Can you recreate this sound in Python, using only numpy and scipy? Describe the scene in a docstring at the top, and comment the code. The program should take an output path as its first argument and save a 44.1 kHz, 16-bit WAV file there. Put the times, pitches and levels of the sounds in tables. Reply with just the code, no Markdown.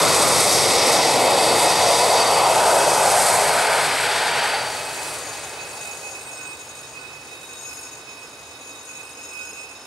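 """A twin-engine jet trainer turns on a taxiway and rolls away: rumble, core roar, turbine rush and
thin blade tones. Wind buffets the microphone ports while the exhaust sweeps by. As the jet leaves, a
hand-held camera's lens drive is heard: 50 small steps a second ring its metal parts. Fingers knock on
the body and the picture electronics whine faintly, over steady far airfield noise."""
import sys
import numpy as np
from scipy import signal
from scipy.io import wavfile

SR = 44100
rng = np.random.default_rng(int(sys.argv[2]) if len(sys.argv) > 2 else 0)


def to_wav(s):
    """Save 16-bit WAV."""
    ch = np.atleast_2d(s).T  # columns
    pcm = np.round(np.clip(ch, -1, 1) * 32767)  # PCM
    wavfile.write(sys.argv[1], SR, pcm.astype(np.int16))


N = 434826

# Far airfield and microphone hiss: f/Hz, relative density/dB
FIELD_SPECTRUM = [(25, -51), (70, 6), (120, -16), (160, -4), (270, 5), (450, 4), (1000, 9.5), (1900, -0.5),
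                  (3200, -2), (6000, -4.5), (9000, -23), (11500, -28), (12600, -42), (15500, -48)]
# f/Hz, L-R correlation, L-R level/dB, left lead/rad
FIELD_IMAGE = [(60, .997, -.5, 0), (320, 1, -1.2, 0), (640, 1, -3.5, 0), (2000, .4, -1, 0),
               (5000, 0.1, 3, 0), (9000, 1, -1, 0), (15000, .97, -1, 0)]
# f/Hz, width/Hz, gain/dB
FIELD_RESONANCES = [(285, 18, 5), (433, 88, 6.5)]

# Picture electronics: t/s, level/dB
WHINE_LEVELS = [(0, -92), (4.4, -94), (4.6, -67), (9.86, -81)]
# Fingers on the body: t/s, relative level/dB
KNOCKS = [(5.608, -43), (5.749, -46), (5.881, -36), (7.268, -41)]

# Metal parts of the lens drive: f/Hz
MODES_HZ = [495, 1491, 2543, 2557, 2668, 3756, 5124, 5146, 6078, 6674, 8360, 9604, 10207, 11375, 11725,
            12209, 13954, 14373]
# Per mode: gain/dB, t60/s, L-R level/dB, left lead/rad, L-R correlation
MODES = [(-17, .2, -1, 0, .9), (-12, .15, -11, -1.3, .8), (-.5, .4, -11, 2.6, .6), (-12, .3, -3, 1.2, .5),
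         (0, .3, -3, .6, .8), (0, .19, -6, 1.1, .8), (-3.5, .15, -2, .8, .7), (-2, .2, -2, .8, .7),
         (-18, .08, 0, .4, .5), (-3, .11, 9, .6, .7), (0, .13, 1.6, .5, .95), (-18, .1, .4, .2, .95),
         (-12, .06, 2.7, .25, .93), (-22, .045, 0, 0, .95), (-20, .08, 0, 0, .95), (-27, .05, 0, 0, .97),
         (-33, .04, 0, 0, .97), (-35, .03, 0, 0, .97)]
# Borders between the modes' effort curves: f/Hz
EFFORT_BORDERS_HZ = [2600, 3000, 4500, 6400, 7500, 9000]
# t/s, level/dB below 2.6 kHz, level/dB at 6.4-7.5 kHz and above 9 kHz
EFFORT_LOW_HIGH = [(0, -47, -47), (4.3, -55, -49), (4.9, -45, -48), (5.3, -48.5, -43), (5.6, -45.5, -47),
                   (5.8, -44, -42), (6.4, -43.5, -46), (6.85, -48, -48), (7.0, -42.5, -51),
                   (7.2, -49.5, -51), (7.75, -43.5, -40), (8.05, -49.5, -51.5), (8.6, -52.5, -49.5),
                   (8.9, -45, -46.5), (9.1, -47, -47), (9.5, -43, -43.5), (9.7, -47.5, -49),
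                   (9.86, -56, -51)]
# t/s, level/dB at 2.6-3, 3-4.5 and 4.5-6.4 kHz
EFFORT_MIDDLE = [(4.6, -66, -62, -64), (5.2, -64, -53, -53), (5.8, -60, -55, -54), (6.3, -68, -53, -54),
                 (6.9, -66, -55, -57), (7.25, -63, -57, -57), (7.5, -64, -49, -57), (7.7, -61, -53, -48),
                 (8.0, -70, -57, -55), (8.35, -72, -55, -55), (8.65, -72, -53, -58), (8.95, -62, -56, -58),
                 (9.2, -57, -57, -50), (9.5, -54, -57, -51), (9.86, -60, -57, -52)]
# t/s, level/dB at 7.5-9 kHz
EFFORT_BRIGHT = [(5.6, -51), (5.82, -44), (6.1, -49), (6.35, -44), (6.73, -51), (7.2, -58), (7.41, -53),
                 (7.68, -45.5), (8.07, -58.5), (8.65, -57), (8.9, -56), (9.46, -50.5), (9.86, -60)]

# f/Hz, relative density/dB
WIND_SPECTRUM = [(25, -33), (60, -22), (130, 6), (200, -9.5), (350, -7), (500, -17.5)]

# Blade tones, paired where the engines differ: f/Hz, width/Hz, index of swell curve
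BLADE_TONES = [(2556, 8, 3), (2566, 8, 3), (2972, 8, 1), (4322, 4, 1), (4437, 6, 2), (4448, 6, 2),
               (4574, 5, 0), (4592, 6, 0), (4722, 8, 2), (7673, 10, 1), (8076, 14, 0), (11563, 10, 0)]
# Per tone: level/dB, share of its swell, share of the hiss swing, slope/(dB/s)
BLADE_MIX = [(-39, 1, 0, 0), (-39, 1, 0, 0), (-47, .5, .3, 0), (-40, 1, 0, 0), (-50, 1, 0, 0),
             (-50, 1, 0, 0), (-34.5, 1, 0, 0), (-38.5, 1, 0, 0), (-48, 1, 0, 0), (-45, .6, .5, -.3),
             (-41, .32, .69, .2), (-46, .1, .5, -2.2)]
# Intakes turning away: t/s, gain/dB of main whistle, lower whistle, faint cluster, fan tone
BLADE_SWELLS = [(0, -3, -4, -4, -3), (.6, -1, -8, -4, -2), (1.1, -4, -8, -4, 0), (1.35, 2, -8, -3, 0),
                (1.6, 1, 1, 0, 1), (1.9, 0, -1, 0, 0), (2.2, 5, 0, 0, 0), (2.55, -4, -8, -4, 0),
                (2.9, -7, -12, -4, 1), (3.15, -6, 0, -4, -4), (4.05, -8, -3, -6, -5), (4.35, -2, 1, -6, -5),
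                (4.6, -4, -7, -6, -8), (4.85, -15, -11, -9, -2), (5.2, -12, -16, -9, -13),
                (5.9, -21, -25, -16, -22), (6.5, -30, -32, -17, -30), (7.0, -32, -34, -13, -32),
                (7.4, -32, -36, -22, -34), (7.7, -29, -36, -21, -34), (9.86, -34, -36, -30, -40)]
# t/s, pitch factor
DOPPLER = [(0, 1.001), (4, 0.9992), (9.86, 0.999)]

# Jet turning and leaving: t/s, relative level/dB of roar, rush, hiss
JET_LEVELS = [(0, -26, -31.5, -29.5), (.4, -27, -32.5, -26.5), (.8, -24.5, -28.5, -30.5),
              (1.25, -20.5, -30, -32), (1.75, -20.5, -27.5, -30.5), (2.0, -20, -29, -29),
              (2.4, -19, -30.5, -34), (2.75, -18, -32.5, -30), (3.15, -19, -33, -27.5),
              (3.7, -22, -31, -34), (4.0, -27, -30.5, -33.5), (4.45, -27, -29, -38.5),
              (4.8, -33, -38, -40.5), (5.1, -36, -41.5, -39), (5.6, -44, -45.5, -48),
              (5.87, -45, -49.5, -46), (6.3, -47.5, -54.5, -52.5), (9.86, -68, -59, -55.5)]
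# Close pass: f/Hz, relative density/dB
JET_SPECTRUM = [(25, -60), (60, -24), (140, -14.5), (230, -18.5), (470, -2), (700, 0), (950, -2),
                (1400, -9), (2100, -11), (3000, -15), (4600, -12.5), (7000, -18.5), (9500, -18),
                (15500, -20.5)]
# f/Hz, L-R correlation, L-R level/dB, left lead/rad
JET_IMAGE = [(150, .995, .01, .01), (300, .98, 1.4, -.33), (800, .99, .5, -.17), (2000, .975, 1.5, -.17),
             (4500, .975, .6, -.3), (7000, .995, .01, .01), (9000, 1, 0, 0)]
# Rumble up to sizzle: f/Hz, shares of the roar, rush and hiss swings, slope/(dB/s)
JET_ZONES = [(125, 0.13, 0.067, 0.054, -1.16), (453, 0.48, 0.26, 0.038, -1.58),
             (780, 1.163, .01, .01, -0.34), (2050, 0.011, 1.04, .01, -0.26), (3830, .01, 0.72, 0.17, -1.45),
             (5900, .01, 0.14, 0.87, -0.98), (9000, .01, .01, 1.054, -0.2)]
# Dips and humps where reflections meet the direct sound: start/s, end/s, f/Hz, width/Hz, gain/dB
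INTERFERENCE = [(-0.5, 2.56, 1610, 470, -10), (2.5, 3.13, 1750, 340, -4), (2, 2.8, 290, 82, -4),
                (3.5, 4.1, 6000, 1400, -3), (1.2, 1.6, 6100, 870, -2.5), (2.3, 4, 505, 43, -2.5),
                (-3.5, 2.18, 2880, 960, -5), (2.5, 5.1, 1106, 160, -6), (3.5, 4.7, 1480, 220, 4.5),
                (-1, 0.44, 1360, 490, 7), (1, 2.17, 1180, 330, -5.5), (0.5, 1.1, 5400, 960, 4),
                (-0.5, 2.32, 3680, 280, 3.5), (4, 6.7, 842, 63, 4.5), (4, 10.5, 186, 51, -23),
                (3, 4.9, 327, 78, -11), (-1, 7.2, 8210, 450, 7), (0, 4.7, 850, 93, 1),
                (4, 5.2, 540, 36, -10), (-2, 2.4, 4220, 160, -3.5), (1.5, 3.22, 4200, 480, -2.5),
                (4, 4.65, 3400, 1100, 2), (3, 4.1, 2200, 200, 4), (5, 6.6, 1420, 250, 3.5),
                (-3, 1.6, 260, 100, 4.5), (5.5, 6.4, 710, 230, 5.5), (-1, 2.35, 395, 70, -4),
                (-0.5, 1.32, 2150, 300, 3), (2.5, 3.9, 1490, 180, 2.5), (-1, 0.97, 490, 70, 3),
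                (0.5, 3, 2420, 120, -6)]

CLOSE_PASS_S = 4
PICTURE_RATE_HZ = 50
TIME_S = np.arange(N) / SR


def from_db(db):
    """Decibels to gain."""
    return 10 ** (np.asarray(db) / 20)


def unit_rms(x):
    """Scale to rms 1."""
    return x / np.sqrt(np.mean(np.abs(x) ** 2) + 1e-20)


def curves(table):
    """Columns of a time table, one value a sample."""
    times_s, *columns = np.transpose(table)
    return np.array([np.interp(TIME_S, times_s, column) for column in columns])


def swings_db(table):
    """Level curves relative to their close-pass mean."""
    levels_db = curves(table)
    return levels_db - levels_db[:, :CLOSE_PASS_S * SR].mean(axis=1, keepdims=True)


def at_hz(table, hz):
    """Columns of a frequency table, interpolated in log f."""
    points_hz, *columns = np.transpose(table)
    return [np.interp(np.log(hz), np.log(points_hz), column) for column in columns]


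def drift(corner_hz):
    """Slow noise of rms 1, through a two-pole low-pass."""
    hop = 40
    pole = np.exp(-2 * np.pi * corner_hz * hop / SR)
    noise = rng.standard_normal(N // hop + 2002)
    slow = signal.lfilter([1], [1, -2 * pole, pole * pole], noise)[2000:]
    return np.interp(np.arange(N) / hop, np.arange(len(slow)), unit_rms(slow))


def ring(force, hz, t60_s):
    """One mode: a unit click starts a decaying complex sine of height 1."""
    pole = from_db(-60 / (t60_s * SR)) * np.exp(2j * np.pi * hz / SR)
    return signal.lfilter([1], [1, -pole], force + 1e-18)


def stereo_pair(mid, side, correlation):
    """Left and right of given correlation from two independent signals."""
    correlation = np.clip(correlation, 0, 1)
    opposed = side * np.array([[1], [-1]])
    return (np.sqrt(1 + correlation) * mid + np.sqrt(1 - correlation) * opposed) / np.sqrt(2)


def noise_bands(spectrum, image):
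    """Yield centre/Hz and stereo noise for each third octave."""
    edges_hz = 25 * 2 ** np.arange(0, 9.4, 1 / 3)
    centres_hz = np.sqrt(edges_hz[1:] * edges_hz[:-1])
    white = rng.standard_normal((2, 2, N))
    gains = from_db(at_hz(spectrum, centres_hz)[0])
    gains /= np.sqrt(np.sum(gains ** 2 * np.diff(edges_hz)) * 2 / SR)
    for k, hz in enumerate(centres_hz):
        bandpass = signal.butter(2, edges_hz[k:k + 2], "band", fs=SR, output="sos")
        correlation, pan_db, lead_rad = at_hz(image, hz)
        pair = stereo_pair(*signal.sosfilt(bandpass, white[k % 2]), correlation)
        quadrature = np.gradient(pair[0]) / np.sin(2 * np.pi * hz / SR)
        pair[0] = np.cos(lead_rad) * pair[0] + np.sin(lead_rad) * quadrature
        yield hz, gains[k] * from_db([[pan_db / 2], [-pan_db / 2]]) * pair


def timed_bell(x, start_s, end_s, hz, width_hz, gain_db, fade_s=0.11):
    """Boost or cut one resonant band, fading in and out."""
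    r = np.exp(-np.pi * width_hz / SR)
    feedback = [1, -2 * r * np.cos(2 * np.pi * hz / SR), r * r]
    band = signal.lfilter([(1 - r * r) / 2, 0, (r * r - 1) / 2], feedback, x)
    fade = np.clip(np.minimum(TIME_S - start_s, end_s - TIME_S) / fade_s + .5, 0, 1)
    return x + (from_db(gain_db * fade) - 1) * band


def airfield(gain_db=-44.5):
    """Steady far noise and microphone hiss, with two faint resonant hums."""
    out = sum(band for hz, band in noise_bands(FIELD_SPECTRUM, FIELD_IMAGE))
    for resonance in FIELD_RESONANCES:
        out = timed_bell(out, 0, N / SR, *resonance)
    return from_db(gain_db) * out


def electronics_whine(line_hz=15625, throb_depth=.6):
    """Thin high tone, throbbing at the picture rate."""
    throb = 1 + throb_depth * signal.sawtooth(2 * np.pi * PICTURE_RATE_HZ * TIME_S - .5, 0)
    tone = np.sqrt(2) * np.sin(2 * np.pi * line_hz * TIME_S)
    return from_db(curves(WHINE_LEVELS)[0]) * throb * tone


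def finger_knocks(body_hz=170, t60_s=.03):
    """Dull knocks through the camera body push the two ports in opposite senses."""
    blows = np.zeros(N)
    for time_s, level_db in KNOCKS:
        blows[round(time_s * SR)] = from_db(level_db - 6)
    body = ring(blows, body_hz, t60_s).imag
    softened = ring(body, body_hz, t60_s).imag / 40   # second pass slows the onset
    return softened * np.array([[1.3], [-.7]])


def drive_scrape(first_s=.0111, uneven_db=1.5, t60_s=.034, floor_db=.5):
    """Evenly timed steps of uneven force, each a decaying scrape over a steady floor."""
    onsets = np.round(np.arange(first_s, N / SR, 1 / PICTURE_RATE_HZ) * SR).astype(int)
    steps = np.zeros(N)
    steps[onsets] = from_db(rng.standard_normal(len(onsets)) * uneven_db)
    return unit_rms(ring(steps, 0, t60_s).real) + from_db(floor_db)


def lens_drive(rattle_db=-18, held_share=.72, throb_depth=.99, wander_hz=4):
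    """Each step rattles and rings the metal parts; a held share sings on between steps."""
    scrape = drive_scrape()
    throb = unit_rms(1 + throb_depth * scrape)
    low_db, high_db = curves(EFFORT_LOW_HIGH)
    efforts = from_db([low_db, *curves(EFFORT_MIDDLE), high_db, *curves(EFFORT_BRIGHT), high_db])
    mid, side = rng.standard_normal((2, N))
    rattle_band = signal.butter(3, [5000, 12000], "band", fs=SR, output="sos")
    out = from_db(rattle_db) * signal.sosfilt(rattle_band, efforts[-1] * scrape * mid)
    for hz, (gain_db, t60_s, pan_db, lead_rad, correlation) in zip(MODES_HZ, MODES):
        effort = efforts[np.searchsorted(EFFORT_BORDERS_HZ, hz)]
        ring_gain = np.sqrt(t60_s * SR / (12 * np.log(10)))
        rub = stereo_pair(mid, side, correlation) * effort * scrape / ring_gain   # same rms for any t60
        pitch_hz = hz + wander_hz * drift(corner_hz=4)
        held = np.sqrt(2) * effort * throb * np.exp(2j * np.pi * np.cumsum(pitch_hz) / SR)
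        mode = np.sqrt(1 - held_share) * ring(rub, hz, t60_s) + np.sqrt(held_share) * held
        ports = from_db([[gain_db + pan_db / 2], [gain_db - pan_db / 2]]) * np.exp([[1j * lead_rad], [0]])
        out = out + (mode * ports).real
    return out


def wind(gain_db=-41.5, ease_db_per_s=2.5, drop_at_s=4.17, drop_db_per_s=24, gust_db=2.9):
    """Low, lumpy buffeting, independent at each port, far stronger on the left."""
    image = [(60, 0, 26.0, 0), (400, 0, 27.4, 0.0038)]   # columns as FIELD_IMAGE
    buffet = sum(band for hz, band in noise_bands(WIND_SPECTRUM, image) if hz < 600)
    fall_db = ease_db_per_s * TIME_S + drop_db_per_s * np.maximum(TIME_S - drop_at_s, 0)
    return from_db(gain_db - fall_db + gust_db * drift(corner_hz=7.2)) * buffet


def blade_tones(wander_db=.8, roughness=.38):
    """Engine blade tones, each in a skirt of narrow noise; pitch sinks slightly as the jet recedes."""
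    source_time_s = np.cumsum(curves(DOPPLER)[0]) / SR
    swells_db = curves(BLADE_SWELLS)
    hiss_db = swings_db(JET_LEVELS)[2]
    out = 0
    for (hz, width_hz, swell), mix in zip(BLADE_TONES, BLADE_MIX):
        base_db, swell_share, hiss_share, db_per_s = mix
        level_db = base_db + swell_share * swells_db[swell] + hiss_share * hiss_db + db_per_s * TIME_S
        level_db += wander_db * drift(corner_hz=1.5)
        waver = 1 + roughness * (drift(width_hz) + 1j * drift(width_hz))
        tone = (waver * np.exp(2j * np.pi * hz * source_time_s)).real
        out = out + from_db(level_db) * unit_rms(tone)
    return out


def jet_roar(gain_db=-16, shimmer_db=1.4, flicker_db=1.45, treble_cutoff_hz=11350):
    """Broad engine noise whose zones swell and sink; hot air makes the treble shimmer."""
    centres_hz, *weights = np.transpose(JET_ZONES)
    zones_db = np.transpose(weights) @ [*swings_db(JET_LEVELS), TIME_S - CLOSE_PASS_S / 2]
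    shimmer, flicker = drift(corner_hz=41), drift(corner_hz=5)
    out = 0
    for k, (hz, band) in enumerate(noise_bands(JET_SPECTRUM, JET_IMAGE)):
        zone = np.interp(np.log(hz), np.log(centres_hz), np.arange(len(centres_hz)))
        below = min(int(zone), len(centres_hz) - 2)
        level_db = zones_db[below] + (zone - below) * (zones_db[below + 1] - zones_db[below])
        scatter = np.clip(np.log2(hz / 1200) / 4.25, 0, 1)   # short waves scatter most
        if k % 3 == 0:   # one flicker per octave
            flicker = drift(corner_hz=3.7)
        out = out + from_db(level_db + scatter * (shimmer_db * shimmer + flicker_db * flicker)) * band
    for bell in INTERFERENCE:
        out = timed_bell(out, *bell)
    treble_cut = signal.butter(8, treble_cutoff_hz, fs=SR, output="sos")
    return from_db(gain_db) * signal.sosfilt(treble_cut, out)


def scene():
    """Aircraft, camera noises, airfield and wind, in stereo."""
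    aircraft = jet_roar() + blade_tones()
    camera = lens_drive() + finger_knocks() + electronics_whine()
    return aircraft + camera + airfield() + wind()


def record(dry):
    """Soft clip, then a steep low-pass at 15750 Hz."""
    rounded = .85 * np.tanh(dry / .85)
    lowpass = signal.ellip(12, .3, 70, 15750, fs=SR, output="sos")
    return signal.sosfilt(lowpass, rounded)


dry = scene()
out = record(dry)
to_wav(out)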